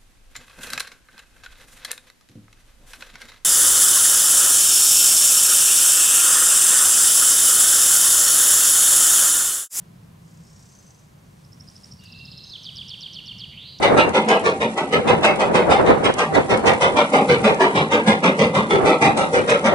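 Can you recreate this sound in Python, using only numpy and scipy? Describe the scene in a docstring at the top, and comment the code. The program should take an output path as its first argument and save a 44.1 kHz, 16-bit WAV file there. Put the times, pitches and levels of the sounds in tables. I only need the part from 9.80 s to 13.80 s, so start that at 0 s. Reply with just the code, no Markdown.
"""A finch in a wood

A finch sings a little to the right: seven thin chirps, warbled notes, a loud falling trill and a buzzy
flourish. Each is a nearly pure tone sliding in pitch, and the trunks scatter it into echoes.
Farther off come a dry rattle (pulsing hiss) and two thin whistles. Close by, beetles rustle
the fallen leaves. A low rumble and quiet air lie under it all."""
import sys
import numpy as np
from scipy import signal
from scipy.fft import rfft, irfft
from scipy.io import wavfile
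from scipy.ndimage import uniform_filter1d

SR = 44100
rng = np.random.default_rng(int(sys.argv[2]) if len(sys.argv) > 2 else 0)


def int16_out(signal):
    """Quantize to a 16-bit WAV file."""
    q = np.round(np.clip(np.atleast_2d(signal).T, -1, 1) * 32767)
    wavfile.write(sys.argv[1], SR, q.astype(np.int16))


N = 176400  # 4 seconds

# How the rumble and its hum swell and fade. Each row: time in seconds, level in dB.
RUMBLE_LEVELS = [(0, -50), (.72, -47.5), (.88, -53), (1.25, -53), (1.5, -48.5), (1.6, -52), (1.8, -45),
                 (2.0, -52), (2.14, -44.5), (2.3, -49), (2.45, -44.5), (2.76, -55), (2.95, -45.5),
                 (3.28, -51), (3.52, -46), (4.0, -50.5)]
HUM_LEVELS = [(0, -50), (.72, -52), (.9, -73)]
# The tone of the rumble, of the air both ears share, and of the air that differs between them.
# Each row: frequency in Hz, boost or cut in dB.
RUMBLE_COLOUR = [(20, -25), (40, -7.5), (70, -3.5), (100, 1.5), (135, 4.5), (170, 2.5), (205, -1),
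                 (260, -12.5), (350, -18), (600, -49)]
AIR_COLOUR = [(30, 0), (250, 4), (400, 3.5), (600, 1), (900, -1.5), (1020, 1), (1200, -3.5), (2000, -6.5),
              (4000, -10.5), (8000, -13.5), (11000, -14.5), (14000, -18), (16000, -23)]
AIR_SIDE_COLOUR = [(24, -30), (170, -4.5), (638, -9), (1040, -11), (4210, -26.5), (9230, -37), (14000, -82)]

# The rattle's pace. Each row: time in seconds, strokes per second, dB added to RATTLE_DB.
RATTLE_PACE = [(.38, 32, -20), (.46, 32, -7), (.72, 31.7, -1), (.94, 31.5, .5), (.98, 26.5, .5),
               (1.1, 25, -.5), (1.22, 21, -4.5), (1.38, 21, -19)]
# The note inside the rattle. Each row: time in seconds, pitch in Hz, level in dB next to the hiss.
RATTLE_RING = [(.55, 5280, -12), (.68, 5400, -1), (.8, 5600, -3), (.9, 6170, 2), (1.3, 6050, -1)]
# How loud the leaves rustle. Each row: time in seconds, level in dB.
RUSTLE_LEVELS = [(1.4, -91), (1.6, -67), (1.72, -72.5), (1.9, -61.5), (2.08, -58), (2.2, -70), (2.6, -73),
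                 (3.0, -63.5), (3.9, -77)]
# Small leaf cracks. Each row: start in seconds, level in dB.
LEAF_CRACKS = [(2.237, -47.5), (2.244, -52.5), (2.298, -59)]
# The tone of the rattle, the rustle and the cracks. Each row: frequency in Hz, boost or cut in dB.
RATTLE_COLOUR = [(3000, -20), (4500, -6), (5400, -3), (6700, -1.5), (8400, -4.5), (9200, -13), (12000, -32)]
RUSTLE_COLOUR = [(2000, -2), (4500, 6), (7000, 2.5), (9000, 5.5), (11000, -5), (15000, -36)]
CRACK_COLOUR = [(800, -15), (2200, 4), (6000, 2), (10000, -4.5), (15000, -15)]

# The finch's chirps. Each row: time in seconds, level in dB.
CHIRPS = [(1.649, -49.5), (1.7295, -43.5), (1.8068, -38.5), (1.8845, -38), (1.963, -38.5), (2.0421, -37),
          (2.1211, -35)]
# Its warbles and its last flick. Each row: time in seconds, level in dB, pitch multiplier.
WARBLES = [(2.195, -46, .92), (2.260, -41, .94), (2.326, -38.5, .97), (2.390, -39, .97),
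           (2.456, -36.5, .99), (2.518, -36, 1), (2.580, -35, 1.01), (2.642, -35.5, 1.01),
           (2.701, -34.5, 1)]
FLICKS = [(3.9855, -42.5, 0.91)]
# The trill's syllables (small groups of notes). Each row: time in seconds, level of the opening
# strokes in dB, level of the arch and falling slides in dB, pitch multiplier for the slides.
TRILLS = [(2.7104, -97, -31, 1.068), (2.8431, -27, -29.5, 1.027), (2.968, -23.5, -28.5, 1.035),
          (3.0922, -25, -29, 1.022), (3.2167, -25, -29, 1.007), (3.3426, -26, -30, .985),
          (3.4690, -29, -29.5, .98), (3.5936, -28.5, -29.5, 1)]
# The notes in one syllable. Each row: offset from the syllable's time in seconds, length in seconds,
# start, middle and end pitch in Hz (before the multiplier), dB added to the syllable's level.
CHIRP_NOTES = [(-.012, .013, 4950, 5280, 5700, -6.5), (-.002, .0095, 3950, 5350, 5650, -.5),
               (.011, .012, 6300, 5520, 5250, -10)]
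WARBLE_STROKES = [(-.008, .005, 4400, 5000, 4700, -7), (-.003, .005, 5050, 5200, 4550, -.5),
                  (.002, .005, 5100, 4950, 4400, -3)]
WARBLE_RISES = [(.010, .009, 2750, 3350, 4100, -12.5), (.018, .012, 3450, 4150, 4550, -11.5)]
TRILL_STROKES = [(-.0135, .005, 4500, 5900, 6900, -19), (-.0095, .006, 6600, 5350, 3900, -8.5),
                 (-.0015, .0075, 4100, 5250, 5950, -5.5)]
TRILL_ARCH = [(.008, .010, 3900, 4700, 4150, -6)]
TRILL_FALLS = [(.0165, .019, 3980, 3340, 3150, -3), (.040, .015, 3450, 3060, 2690, -1),
               (.052, .011, 2780, 2580, 1950, -19)]
FLICK_NOTES = [(0, .008, 7300, 5800, 4600, 0)]
# The tone of the wood's echoes. Each row: frequency in Hz, boost or cut in dB.
ECHO_COLOUR = [(2000, 2), (2750, 1), (3350, -1.5), (4100, 4.5), (4700, 0), (5150, -8), (7000, -1)]
# The far low whistle and the finch's buzz. Each row: time in seconds, pitch in Hz, level in dB.
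LOW_WHISTLE = [(2.165, 2900, -56), (2.185, 2850, -48), (2.21, 2717, -53), (2.31, 2730, -45.5),
               (2.45, 2700, -54), (2.58, 2740, -67)]
BUZZ_PATH = [(3.715, 2300, -58), (3.735, 2300, -51), (3.769, 2500, -52), (3.776, 2900, -35.5),
             (3.80, 3330, -38.5), (3.83, 3600, -44), (3.88, 4250, -40), (3.925, 4330, -44.5),
             (3.98, 4350, -58)]
# The thin high whistle. Each row: time in seconds, level in dB.
HIGH_WHISTLE = [(2.645, -63), (2.665, -54), (2.75, -61), (2.88, -64)]

HUM_HZ, AIR_DB = 165.5, -59
RATTLE_DB, STROKE_DECAY_S, STROKE_SMEAR = -56, .010, .4
CRACK_DECAY_S = .0047
NOTE_WAVER, NOTE_SCATTER = .011, .015  # as fractions of the pitch
OVERTONE_DB, HIGH_WHISTLE_HZ = -41, 6280
ECHO_FADE_S, ECHO_BUILD_S, ECHOES_PER_S = 1.01, .0039, 1500
BUZZ_RATE_HZ, BUZZ_SWING_HZ, BUZZ_JITTER = 185, 430, .24
RIGHT_LOUDER_DB, TOP_HZ = 3, 15700


def gain(db):
    """Turn decibels into a number to multiply a sound by."""
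    return 10 ** (np.asarray(db) / 20)


def unit(x):
    """Scale a signal so its typical size (root mean square) is 1."""
    return x / np.sqrt(np.mean(x ** 2))


def curve(table, column=1):
    """Join one column of a table with straight lines over time."""
    rows = np.array(table, float)
    return np.interp(np.arange(N) / SR, rows[:, 0], rows[:, column])


def during(table):
    """1 between a table's first and last time, 0 outside, with soft edges."""
    t = np.arange(N) / SR
    return uniform_filter1d(1. * ((t > table[0][0]) & (t < table[-1][0])), size=200)


def colour(x, points):
    """Boost or cut each frequency as a colour table says."""
    hz, db = np.array(points, float).T
    freqs = np.maximum(np.fft.rfftfreq(2 * len(x), 1 / SR), 1)
    boost = gain(np.interp(np.log(freqs), np.log(hz), db))
    return irfft(rfft(x, 2 * len(x)) * boost)[:len(x)]


def noise(points):
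    """Noise of size 1 with the tone of a colour table."""
    return unit(colour(rng.standard_normal(N), points))


def wander(rate):
    """A random curve of size 1 that heads for a new value `rate` times a second."""
    step = max(int(SR / rate), 2)
    targets = np.repeat(rng.standard_normal(N // step + 1), step)
    return unit(uniform_filter1d(targets, step)[:N])


def stereo(shared, side):
    """Make left and right; more `side` sounds wider."""
    return np.array([shared + side, shared - side])


def tone(hz, overtone_db=OVERTONE_DB):
    """A tone that follows a pitch curve, with a fainter one an octave up."""
    phase = 2 * np.pi * np.cumsum(hz) / SR
    return np.sin(phase) + gain(overtone_db) * np.sin(2 * phase)


def held_note(table, hz, waver):
    """A long, fluttering note whose level follows the table's last column."""
    level_db = curve(table, column=-1) + 2 * wander(70)
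    return tone(hz * (1 + waver * wander(150))) * gain(level_db) * during(table)


def rumble():
    """Deep noise that swells and sinks, with a brief hum at the start."""
    return noise(RUMBLE_COLOUR) * gain(curve(RUMBLE_LEVELS)) + held_note(HUM_LEVELS, HUM_HZ, waver=.03)


def air():
    """The wide, nearly steady hush of still air."""
    return stereo(noise(AIR_COLOUR), noise(AIR_SIDE_COLOUR)) * gain(AIR_DB + .13 * wander(8.16))


def rattle():
    """Dry hissing strokes around a rising note; they slow as they fade, smeared by distance."""
    rate = curve(RATTLE_PACE)
    stroke_count = np.cumsum(rate * during(RATTLE_PACE)) / SR + .85
    since_stroke_s = stroke_count % 1 / rate
    power = np.exp(-since_stroke_s / STROKE_DECAY_S) * gain(1.7 * wander(30.1))
    strokes = np.sqrt(power + STROKE_SMEAR ** 2)  # the smear fills the gaps
    ring_hz = curve(RATTLE_RING) * (1 + .016 * wander(600))
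    ring = tone(ring_hz) * wander(250) * gain(curve(RATTLE_RING, column=2))
    ringing_hiss = stereo(noise(RATTLE_COLOUR) + ring, .16 * noise(RATTLE_COLOUR))
    return ringing_hiss * strokes * gain(RATTLE_DB + curve(RATTLE_PACE, column=2))


def leaves():
    """Fallen leaves crackle as beetles crawl through them, with a few small cracks."""
    t = np.arange(N) / SR
    crackle = unit(gain(2.4 * wander(500))) * gain(curve(RUSTLE_LEVELS))
    rustle = stereo(noise(RUSTLE_COLOUR), .19 * noise(RUSTLE_COLOUR)) * crackle
    cracks = sum(gain(db) * (t > at) * np.exp(-np.abs(t - at) / CRACK_DECAY_S) for at, db in LEAF_CRACKS)
    return rustle + cracks * noise(CRACK_COLOUR)


def sing(syllables, notes, taper=.34, overtone_db=OVERTONE_DB):
    """Short curved pitch slides, never twice alike; more taper gives each note a narrower peak."""
    song = np.zeros(2 * N)
    waver = 1 + NOTE_WAVER * wander(500)
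    for at, db, pitch in syllables:
        for offset, length, first, middle, last, note_db in notes:
            progress = np.linspace(0, 1, max(int(length * SR), 8))
            samples = int((at + offset) * SR) + np.arange(len(progress))
            points_hz = np.array([first, middle, last]) * (1 + NOTE_SCATTER * rng.standard_normal(3))
            slide_hz = np.polyval(np.polyfit([0, .5, 1], points_hz, 2), progress)
            note = tone(slide_hz * pitch * waver[samples % N], overtone_db)
            swell = np.abs(np.sin(np.pi * progress)) ** taper
            song[samples] += gain(db + note_db) * swell * note
    return song[:N] * gain(-wander(350))  # about 1 dB of flutter


def chirps():
    """Seven thin chirps that grow louder."""
    return [(sing([(at, db, 1) for at, db in CHIRPS], CHIRP_NOTES, taper=2.7), -3)]


def wood_echoes(x):
    """Many small echoes off trunks and treetops, dying away by 60 dB in ECHO_FADE_S."""
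    t = np.arange(int(1.5 * SR)) / SR
    fade = (1 - np.exp(-t / ECHO_BUILD_S)) * gain(-60 * t / ECHO_FADE_S)
    echoes = []
    for _ in range(2):
        bounces = rng.standard_normal(len(t)) * (rng.random(len(t)) < ECHOES_PER_S / SR) * fade
        response = colour(bounces / np.linalg.norm(bounces), ECHO_COLOUR)
        echoes.append(signal.fftconvolve(x, response)[:N])
    return stereo(echoes[0], .21 * echoes[1])


def low_whistle():
    """A far-off whistle that dips, then holds its pitch."""
    return held_note(LOW_WHISTLE, curve(LOW_WHISTLE), waver=.014)


def warbles():
    """High strokes, then two rising slides; the last warble skips the slides and runs into the trill."""
    strokes = sing(WARBLES, WARBLE_STROKES, taper=1.3)
    lower_rise = sing(WARBLES[:-1], WARBLE_RISES[:1], overtone_db=-17)
    upper_rise = sing(WARBLES[:-1], WARBLE_RISES[1:])
    return [(strokes + lower_rise, -.5), (upper_rise, 7.5)]


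def high_whistle():
    """A faint, thin whistle around one pitch."""
    return [(held_note(HIGH_WHISTLE, HIGH_WHISTLE_HZ, waver=.007), -5)]


def trill():
    """Each loud syllable has sharp high strokes, an up-and-down arch and falling slides."""
    strokes = sing([(at, db, 1) for at, db, _, _ in TRILLS], TRILL_STROKES, taper=6.4)
    arch = sing([(at, db, 1) for at, _, db, _ in TRILLS], TRILL_ARCH)
    falls = sing([(at, db, pitch) for at, _, db, pitch in TRILLS], TRILL_FALLS, taper=.8)
    return [(strokes, -6.5), (arch, -3.5), (falls, -1.5)]


def flourish():
    """A rising note buzzes as its pitch swings fast, wider as it climbs; a downward flick ends it."""
    swing_rate = BUZZ_RATE_HZ * (1 + BUZZ_JITTER * wander(120))
    swing = np.sin(2 * np.pi * np.cumsum(swing_rate) / SR)
    centre_hz = curve(BUZZ_PATH)
    hz = centre_hz + centre_hz / centre_hz.max() * BUZZ_SWING_HZ * swing + 70 * wander(900)
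    buzz = tone(hz) * gain(curve(BUZZ_PATH, column=2) + 1.9 * wander(300)) * during(BUZZ_PATH)
    return [(buzz, -3), (sing(FLICKS, FLICK_NOTES), -6.5)]


def birds():
    """The song arrives directly and as echoes; the low whistle only as echoes."""
    # Each part is a pair: a sound, and how strongly it feeds the echoes in dB.
    parts = chirps() + warbles() + high_whistle() + trill() + flourish()
    direct = sum(sound for sound, _ in parts)
    into_trees = low_whistle() + sum(sound * gain(echo_db) for sound, echo_db in parts)
    balance = gain(np.array([[-RIGHT_LOUDER_DB], [RIGHT_LOUDER_DB]]) / 2)
    return (direct + wood_echoes(into_trees)) * balance


def scene():
    """Everything heard from the forest floor."""
    return rumble() + air() + rattle() + leaves() + birds()


def record(dry):
    """The recorder cuts the treble above TOP_HZ."""
    return signal.sosfilt(signal.ellip(10, .2, 70, TOP_HZ, fs=SR, output="sos"), dry)


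dry = scene()
out = record(dry)
int16_out(out)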